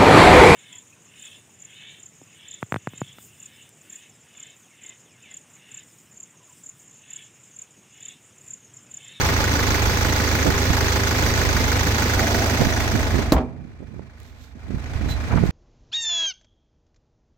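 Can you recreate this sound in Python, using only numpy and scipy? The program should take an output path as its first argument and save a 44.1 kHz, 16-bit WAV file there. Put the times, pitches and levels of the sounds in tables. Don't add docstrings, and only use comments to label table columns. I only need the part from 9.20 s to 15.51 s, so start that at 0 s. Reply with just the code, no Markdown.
import sys
import numpy as np
from scipy import signal
from scipy.fft import rfft, irfft, next_fast_len
from scipy.io import wavfile
from scipy.ndimage import uniform_filter1d

SR = 44100
rng = np.random.default_rng(int(sys.argv[2]) if len(sys.argv) > 2 else 0)


def materialize(psi):
    bounded = np.clip(np.atleast_2d(psi).T, -1, 1)
    quanta = np.round(bounded * 32767).astype(np.int16)
    wavfile.write(sys.argv[1], SR, quanta)


N = 278263
TIME = np.arange(N) / SR
FIRINGS_PER_S = 26.35
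BACK_OFF_S, BACK_OFF_TAKES_S = 3.155, 0.8


# (frequency [Hz], left minus right [dB])
PORT_BALANCE = [(60, -2.5), (400, -2.5), (700, -3), (1400, 0.5), (2100, 0.5), (2800, 0.5), (4400, -9),
                (6300, -10.5), (9800, -2.5), (13000, -14.5), (16000, -12)]
# (frequency [Hz], level [dB])
SCREEN_LOSS = [(75, -5.5), (130, -13), (175, -22), (240, -9.5), (340, -17.5), (450, -16), (700, -20.5),
               (1100, -17), (1700, -15), (2400, -16.5), (3000, -20.5), (3900, -21.5), (6000, -27),
               (9000, -20.5), (14000, -35.5)]


def engine(direct_loss_db=-5.0, lean_db=3.5, lean_s=1.4, port_lag_s=0.00014):
    crank, cover = crank_turn(), screening()
    turns = np.maximum.accumulate(crank)
    fired = np.interp(np.arange(int(crank[-1]) + 1), turns, TIME, left=-1)

    sharp = knock(fired) + injectors(fired) + tappets(fired) + hum(crank)
    sharp = sharp * from_db(direct_loss_db * cover)
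    lean = from_db(lean_db * (1 - ramp(0, lean_s)))
    pulsing = stroke(crank) * (lean * valve_train(crank) + rush() + hollow())
    bay = sharp + throb(crank) + pulsing

    left = shaped(bay[0], [(hz, db / 2) for hz, db in PORT_BALANCE])
    right = shaped(bay[1], [(hz, -db / 2) for hz, db in PORT_BALANCE])
    bay = np.array([left, np.interp(TIME - port_lag_s, TIME, right)])

    steps = np.linspace(0, 1, 4)
    out = np.zeros((2, N))
    for step in steps:
        share = np.interp(cover, steps, steps == step)
        out += share * shaped(bay, [(hz, step * db) for hz, db in SCREEN_LOSS])
    return out


# (time [s], jump back [firings])
BEAT_JUMP = (2.97, .53)
# (from time [s], speed drop [firings per s])
IDLE_SETTLES = (3.4, .105)


def crank_turn(start_phase=0.72):
    jump_s, jump_back = BEAT_JUMP
    settle_s, slower = IDLE_SETTLES
    steady = start_phase + FIRINGS_PER_S * TIME
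    return steady - jump_back * (TIME > jump_s) - slower * np.maximum(TIME - settle_s, 0)


# (multiple of the firing rate, level [dB rms])
THROB_TONES = [(1.5, -51), (2, -35.5), (2.5, -45), (3, -25.5), (4, -30.3), (4.5, -47), (5, -42), (6, -45)]


def throb(crank, waver_db=0.15, top_hz=400, lag=0.72):
    pulse = np.zeros(N)
    for multiple, db in THROB_TONES:
        level = from_db(db + waver_db * drift(12.0))
        pulse -= np.sqrt(2) * level * np.cos(2 * np.pi * multiple * (crank - lag))
    return signal.sosfiltfilt(signal.butter(2, top_hz, fs=SR, output="sos"), pulse)


# (frequency [Hz], width [Hz], relative level for cylinders 1, 2, 3 and 4 [dB each])
KNOCK_RINGS = [(1240, 45, -32, -28, -27, -30), (1480, 35, -24.5, -20, -18, -18),
               (1680, 55, -25, -26, -24, -21.5), (1900, 45, -24.5, -23.5, -27.5, -22),
               (2080, 45, -27, -20, -28, -26), (2300, 70, -27, -29, -32, -28),
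               (3500, 130, -37, -40, -32, -37), (4750, 180, -35, -32, -29, -28),
               (6230, 85, -31, -24, -26, -27), (6700, 400, -35, -30, -30, -31),
               (9000, 1800, -50, -46, -39, -37), (14250, 200, -39, -41, -36, -33),
               (15200, 700, -37, -39, -34, -32)]


def knock(fired, delay=0.0014, uneven_db=1.14, level_db=-4.5, fresh=0.56, mode_swing_db=1.33,
          t60_s=0.052, rise_s=0.0007):
    count = len(fired)
    cylinder = np.arange(count) % 4
    force_db = level_db + uneven_db * rng.standard_normal(count)
    soft = np.exp(-1 / (rise_s * SR))
    starts = np.maximum(np.round((fired + delay) * SR).astype(int), 0)
    latest = np.maximum(np.searchsorted(starts, np.arange(N), "right") - 1, 0)
    age = np.minimum(np.arange(N) - starts[latest], 2047)

    out = np.zeros((2, N))
    for hz, width, *by_cylinder in KNOCK_RINGS:
        swing_db = mode_swing_db * rng.standard_normal(count)
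        strength = from_db(np.array(by_cylinder)[cylinder] + force_db + swing_db)
        decay = dying(clicks(fired + delay, strength), t60_s)
        envelope = signal.lfilter([1 - soft], [1, -soft], decay)
        own_steps = rng.standard_normal((2, 4, 2048))[:, cylinder]
        steps = own_steps + fresh * rng.standard_normal((2, count, 2048))
        smooth_steps = signal.lfilter([.05], [1, -.95], steps)
        wander = np.cumsum(smooth_steps, axis=2) * np.sqrt(2 * np.pi * width / SR)
        wander += rng.uniform(0, 2 * np.pi, (2, 4, 1))[:, cylinder]
        phase = 2 * np.pi * hz * age / SR + wander[:, latest, age]
        out += np.sqrt(2) * envelope * np.sin(phase)
    return out


# (frequency [Hz], level [dB per Hz])
TICK_COLOUR = [(500, 53), (1500, -51), (2800, 4), (4500, 2), (6500, -12), (9500, -11), (12500, -13.5),
               (15500, -22.5)]
INJECTOR_LEVELS = [1, -3.5, 0, 1.5]


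def injectors(fired, level_db=-33.5, main_delay=0.003, pilot_db=-2, t60=0.094, uneven_db=-0.5):
    own_db = np.resize(INJECTOR_LEVELS, len(fired))[:, None]
    strength = from_db(own_db + uneven_db * rng.uniform(-0.78, 1, (len(fired), 2)))
    pilot = clicks(fired, strength[:, 0] * from_db(pilot_db))
    main = clicks(fired + main_delay, strength[:, 1])
    return from_db(level_db) * rms_one(dying(pilot + main, t60) * noise(TICK_COLOUR))


# (frequency [Hz], level [dB per Hz])
CASING_COLOUR = [(100, 6), (180, 0.5), (245, -2), (290, -3), (340, 0.5), (400, -7.5), (450, -7.5), (500, 5),
                 (570, -12), (660, 0), (730, -14), (830, 3.5), (1150, -3), (2000, -7), (3000, -10.5),
                 (6000, -22), (10000, -31)]


def valve_train(crank, level_db=-30, rough=0.45):
    size = round(4 * SR / FIRINGS_PER_S)
    cycle = rng.standard_normal((2, size))
    place = (crank % 4 / 4 * size).astype(int) % size
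    contacts = cycle[:, place] * (1 + rough * drift(150))
    return from_db(level_db) * rms_one(shaped(two_ports(contacts), CASING_COLOUR))


# (frequency [Hz], relative level [dB])
TAPPET_RINGS = [(3480, 2.5), (4010, 1), (4850, -7), (5900, 3.5), (7900, -2)]


def tappets(fired, level_db=-39, t60=.024, uneven_db=7.0):
    chance = rng.uniform(-1, 1, (len(fired), 2))
    seats = (fired[:, None] + (np.array([.4, .62]) + .05 * chance) / FIRINGS_PER_S).ravel()
    shape = (2, len(TAPPET_RINGS), len(seats))
    strength = rng.choice([-1, 1], shape) * from_db(uneven_db * rng.uniform(-2.8, 1, shape))
    sides = np.zeros((2, N))
    for side in range(2):
        for (hz, db), gains in zip(TAPPET_RINGS, strength[side]):
            sides[side] += from_db(db) * ring(clicks(seats, gains), hz, t60)
    return from_db(level_db) * rms_one(sides)


# (frequency [Hz], level [dB per Hz])
RUSH_COLOUR = [(22, -36), (40, -6), (60, -2.5), (110, 1), (170, -8.5), (260, -2), (350, -7.5), (560, -9),
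               (1000, -9), (1500, -10.5), (2300, -10.5), (2900, -15), (6300, -19), (9500, -31),
               (13000, -28.5)]


def rush(level_db=-25.0, flutter_db=2.0):
    return bay_echoes(from_db(level_db + flutter_db * drift(250)) * noise(RUSH_COLOUR))


def bay_echoes(x, echo_db=-16, low_hz=1200):
    treble = filtered(x, 2, "high", low_hz)
    lags = (rng.uniform(.002, .008, 4) * SR).astype(int)
    echoes = sum((-1) ** k * np.roll(treble, lag, axis=1) for k, lag in enumerate(lags))
    return x + from_db(echo_db) * echoes


# (multiple of the firing rate, level [dB rms])
HUM_TONES = [(5.5, -48), (6, -48), (7.5, -45), (9.25, -41), (9.5, -46), (11, -43), (15, -39), (17, -47),
             (19, -44.5), (21, -48), (31.5, -49), (152.1, -56)]


def hum(crank, waver_db=2.5, wobble=0.54):
    out = np.zeros(N)
    for multiple, db in HUM_TONES:
        level = from_db(db + waver_db * drift(12))
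        out += np.sqrt(2) * level * np.sin(2 * np.pi * multiple * crank + wobble * drift(5.7))
    return out


# (frequency [Hz], level [dB per Hz])
HOLLOW_COLOUR = [(120, -57), (215, 11), (300, 6.5), (520, -5.5), (660, 8.5), (800, 2), (1500, -27)]


def hollow(start_s=2.87, takes_s=0.11, near_db=-40.5, far_db=-28):
    return from_db(near_db + (far_db - near_db) * ramp(start_s, takes_s)) * noise(HOLLOW_COLOUR)


def stroke(crank, depth_db=1, crest=0.29):
    return from_db(depth_db * np.cos(2 * np.pi * (crank - crest)))


def screening(rim_cover=0.29, drop_s=3.997, drop_takes_s=0.24,
              grille_s=4.27, grille_takes_s=0.69, grille_share=0.35):
    rim = rim_cover * ramp(BACK_OFF_S, BACK_OFF_TAKES_S)
    bonnet = (1 - rim_cover) * ramp(drop_s, drop_takes_s)
    return np.clip(rim + bonnet - grille_share * ramp(grille_s, grille_takes_s), 0, 1)


# (time [s], panel level [dB], latch crack level [dB])
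LATCH_BLOWS = [(4.1214, 0, -13), (4.1279, -2, -37)]
# (time [s], panel level [dB], clack level [dB])
STOP_BUMPS = [(4.164, -11.5, -15.5), (4.181, -12.5, -18.5), (4.205, -10, -37)]
# (frequency [Hz], level when struck at the latch [dB],
# level when struck at the stops [dB], time to die away by 60 dB [s])
PANEL_TONES = [(106, -21, -16, 0.42), (247, -17, -12.5, 0.74), (277, -3, -15, 0.059), (327, -21, -14, 0.42),
               (486, -30, -28, 0.17), (635, -27, -13, 0.2), (763, -35, -13.5, 0.26), (910, -36, -26, 0.21),
               (1020, -37, -27, 0.34), (1150, -27, -30, .08), (1300, -36, -24, 0.16), (1605, -25, -32, 0.1),
               (2100, -40, -38, 0.17)]
# (frequency [Hz], level [dB per Hz])
SHUDDER_COLOUR = [(25, -28), (60, -12), (130, -2), (280, 8.5), (450, 0), (700, -2), (1200, -11.5),
                  (1800, -34), (3000, -45), (9000, -64)]
# (frequency [Hz], level [dB per Hz])
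CRACK_COLOUR = [(200, 11.5), (900, 9.5), (2500, -4.5), (4200, -6.5), (7000, -7.5), (10000, -16.5),
                (15000, -8)]


def slam(crack_t60=0.088, stop_top_hz=2600, shudder_db=-20, shudder_t60=1.0, panel_db=-2,
         boom_db=-7.5, boom_hz=62, boom_t60=0.35, latch_db=-11, low_hz=35):
    blow_s, blow_db, crack_db = np.transpose(LATCH_BLOWS)
    stop_s, stop_db, clack_db = np.transpose(STOP_BUMPS)
    blows, bumps = clicks(blow_s, from_db(blow_db)), clicks(stop_s, from_db(stop_db))

    panel = np.zeros(N)
    for hz, front_db, edge_db, t60 in PANEL_TONES:
        panel += ring(from_db(front_db) * blows + from_db(edge_db) * bumps, hz, t60)
    panel *= from_db(panel_db)
    latch = from_db(latch_db) * ring(clicks(blow_s[:1], [1.0]), hz=4100, t60=0.0091)
    boom = from_db(boom_db) * ring(clicks([4.1445], [1.0]), boom_hz, boom_t60)

    energy = dying(blows ** 2 + bumps ** 2, shudder_t60 / 2)
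    shudder = from_db(shudder_db) * np.sqrt(energy) * noise(SHUDDER_COLOUR)
    grit = noise(CRACK_COLOUR)
    crack = dying(clicks(blow_s, from_db(crack_db)), crack_t60) * grit
    clacks = dying(clicks(stop_s, from_db(clack_db)), crack_t60) * grit
    clacks = filtered(clacks, 2, "low", stop_top_hz)
    radiated = filtered(panel + latch + boom + shudder + crack + clacks, 2, "high", low_hz)
    return radiated * from_db([[-1.5], [1.0]])


# (time [s], level [dB], half-length [s])
SHOE_SCUFFS = [(5.066, -35.5, 0.056), (5.24, -31.5, 0.044), (5.911, -31.5, 0.018), (6.264, -40, 0.0093)]
# (frequency [Hz], level [dB per Hz])
GRAVEL_COLOUR = [(800, -4), (2900, 1.5), (3900, 6.5), (4800, 0), (7500, -1), (10000, -16), (13000, -4),
                 (16000, -15)]
# (time [s], level [dB])
STONE_SNAPS = [(4.741, -29), (5.002, -14), (5.0318, -17)]
# (time [s], level [dB], half-length [s], frequency [Hz])
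STONE_SQUEAK = (5.92, -28, 0.02, 4016)
# (time [s], level [dB], half-length [s])
HEEL_CRUNCHES = [(6.126, -27.5, 0.018), (6.179, -25, 0.0077)]
# (frequency [Hz], level [dB per Hz])
DIRT_COLOUR = [(200, -17), (600, 1), (1400, -4), (2500, -14), (6000, -45)]


def footsteps(grain_db=2.5, left_db=-11, snap_t60=0.0095):
    grains = rms_one(from_db(grain_db * drift(700)))
    scuffs = grains * sum(swell(*row) for row in SHOE_SCUFFS) * noise(GRAVEL_COLOUR)
    *squeak_shape, squeak_hz = STONE_SQUEAK
    squeak = swell(*squeak_shape) * np.sin(2 * np.pi * squeak_hz * TIME)
    snap_s, snap_db = np.transpose(STONE_SNAPS)
    soft_noise = signal.lfilter([.5], [1, -.5], rng.standard_normal((2, N)))
    snaps = dying(clicks(snap_s, from_db(snap_db)), snap_t60) * soft_noise
    crunches = grains * sum(swell(*row) for row in HEEL_CRUNCHES) * noise(DIRT_COLOUR)
    return (scuffs + squeak + snaps) * from_db([[left_db], [0]]) + crunches


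# (time [s], level [dB], half-length [s], top frequency [Hz])
WIND_GUSTS = [(1.279, -14.5, 0.023, 400), (3.415, -14, 0.013, 355), (3.757, -16.5, 0.013, 240),
              (3.977, -21, 0.039, 300), (4.39, -17.5, 0.089, 190), (4.626, -19.5, 0.017, 330),
              (4.774, -16.5, 0.041, 230), (5.364, -14.5, 0.0078, 250), (5.525, -16.5, 0.034, 230),
              (5.865, -20.5, 0.04, 202), (6.165, -15, 0.04, 171), (6.24, -18, 0.018, 200)]
# (time [s], strength [dB], half-length [s])
WIND_POPS = [(1.273, -6, 0.0012), (1.289, -14, 0.0015), (1.506, -3, 0.002), (3.42, 1.5, 0.0011),
             (3.4625, -8, .0011), (3.472, -2, .0022), (3.744, -12, .0016), (3.752, -2.5, 0.0018),
             (3.944, -5, 0.0019), (3.955, -6, 0.0014), (3.99, -4, .001), (3.995, -8, 0.00075),
             (4.6053, -5, 0.0011), (4.629, -5, 0.00086), (4.7435, -9, 0.00059), (4.7952, 0, 0.00069),
             (5.507, -4.5, 0.0011), (5.547, 1, .0021), (5.574, -7.5, 0.002), (5.761, -6.5, 0.0041),
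             (5.813, -10, 0.0017), (5.862, -9, 0.0017), (6.143, -4.5, 0.0013), (6.161, -2, 0.0019),
             (6.238, 1, 0.0011), (6.26, -7, 0.0018), (6.293, -4, 0.002)]


def wind(left_db=-20, low_hz=70, eddy_db=-39, eddy_swing_db=11.5, eddies_per_s=6.2):
    air = filtered(rng.standard_normal((2, N)), 2, "high", low_hz)
    level_db = eddy_db + eddy_swing_db * np.minimum(drift(eddies_per_s), 2)
    out = ramp(BACK_OFF_S, BACK_OFF_TAKES_S) * from_db(level_db) * rumble(air, top_hz=190)
    for s, db, half, top_hz in WIND_GUSTS:
        near = np.abs(TIME - s) < .25
        out[:, near] += swell(s, db, half)[near] * rumble(air[:, near], top_hz)
    for s, db, half in WIND_POPS:
        near = np.abs(TIME - s) < .05
        u = (TIME[near] - s) / half
        out[:, near] += from_db(db) * 2 * u / (1 + u ** 2) ** 2
    return out * from_db([[left_db], [0]])


def rumble(air, top_hz):
    low = filtered(air, 3, "low", top_hz)
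    return low / np.sqrt(uniform_filter1d(low ** 2, size=1500) + 1e-12)


# (frequency [Hz], level [dB per Hz])
BREEZE_COLOUR = [(18, -35), (35, -21), (58, 7), (90, -11), (130, -6), (220, -25), (600, -89)]


def breeze(swing_db=2.5, left_db=-5, standing_db=-30, walking_db=-25):
    walking = ramp(BACK_OFF_S, BACK_OFF_TAKES_S)
    level_db = standing_db + (walking_db - standing_db) * walking + swing_db * drift(3.93)
    air = rms_one(shaped(rng.standard_normal((2, N)), BREEZE_COLOUR))
    return air * from_db(level_db) * from_db([[left_db], [1]])


# (frequency [Hz], level [dB per Hz])
YARD_COLOUR = [(25, -4), (55, 28.5), (120, 3), (250, -10), (450, -3), (1100, -28), (2000, -22), (2400, 12),
               (2800, -42), (3900, -30), (7500, -47), (10000, -92), (16000, -28)]


def yard(level_db=-44):
    return from_db(level_db) * noise(YARD_COLOUR)


def sinking(sink_s=4.147, takes_s=0.19, sink_db=-15, sag_db_per_s=-5.0,
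            recover_s=5.346, recover_time_s=0.25):
    sag_db = sag_db_per_s * (np.clip(TIME, sink_s, recover_s) - sink_s)
    held_db = sink_db * ramp(sink_s, takes_s) + sag_db
    return from_db(held_db * np.exp(-np.maximum(TIME - recover_s, 0) / recover_time_s))


def from_db(db):
    return 10 ** (np.asarray(db) / 20)


def rms_one(x):
    return x / np.sqrt(np.mean(x ** 2) + 1e-20)


def filtered(x, order, kind, hz):
    return signal.sosfilt(signal.butter(order, hz, kind, fs=SR, output="sos"), x)


def shaped(x, spectrum):
    size = next_fast_len(N + 4096)
    hz = np.maximum(np.arange(size // 2 + 1) * SR / size, 1)
    table_hz, table_db = np.transpose(spectrum)
    gain = from_db(np.interp(np.log(hz), np.log(table_hz), table_db))
    return irfft(rfft(x, size) * gain, size)[..., :N]


# (frequency [Hz], likeness from 0 to 1)
PORT_LIKENESS = [(40, 0.039), (120, 1), (300, 0.95), (600, 0.92), (1100, 0.31), (16000, 0.025)]


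def two_ports(pair):
    alike = [(hz, np.clip(c, -.98, .98)) for hz, c in PORT_LIKENESS]
    mid = shaped(pair[0], [(hz, 10 * np.log10(1 + c)) for hz, c in alike])
    side = shaped(pair[1], [(hz, 10 * np.log10(1 - c)) for hz, c in alike])
    return np.array([mid + side, mid - side])


def noise(spectrum):
    return rms_one(shaped(two_ports(rng.standard_normal((2, N))), spectrum))


def drift(rate):
    return np.interp(TIME * rate, np.arange(8192), rng.standard_normal(8192))


def ramp(start, takes):
    return np.clip((TIME - start) / takes, 0, 1)


def swell(s, db, half):
    out, near = np.zeros(N), np.abs(TIME - s) < 6 * half
    out[near] = from_db(db) * np.exp(-.5 * ((TIME[near] - s) / half) ** 2)
    return out


def clicks(times, gains):
    at = np.round(np.asarray(times) * SR).astype(int)
    inside = (at >= 0) & (at < N)
    return np.bincount(at[inside], np.asarray(gains)[inside], N)


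def ring(hits, hz, t60):
    r, w = from_db(-60 / (t60 * SR)), 2 * np.pi * hz / SR
    return signal.lfilter([0, np.sin(w)], [1, -2 * r * np.cos(w), r * r], hits + 1e-18)


def dying(hits, t60):
    return signal.lfilter([1], [1, -from_db(-60 / (t60 * SR))], hits + 1e-18)


def scene():
    air = wind() + breeze() + yard()
    return (engine() + slam() + footsteps() + air) * sinking()


def record(dry, cutoff_hz=15900):
    lowpass = signal.firwin(601, cutoff_hz, window=("kaiser", 9), fs=SR)
    return signal.fftconvolve(np.clip(dry, -1, 1), lowpass[None], "same", axes=1)


dry = scene()
out = record(dry)
materialize(out)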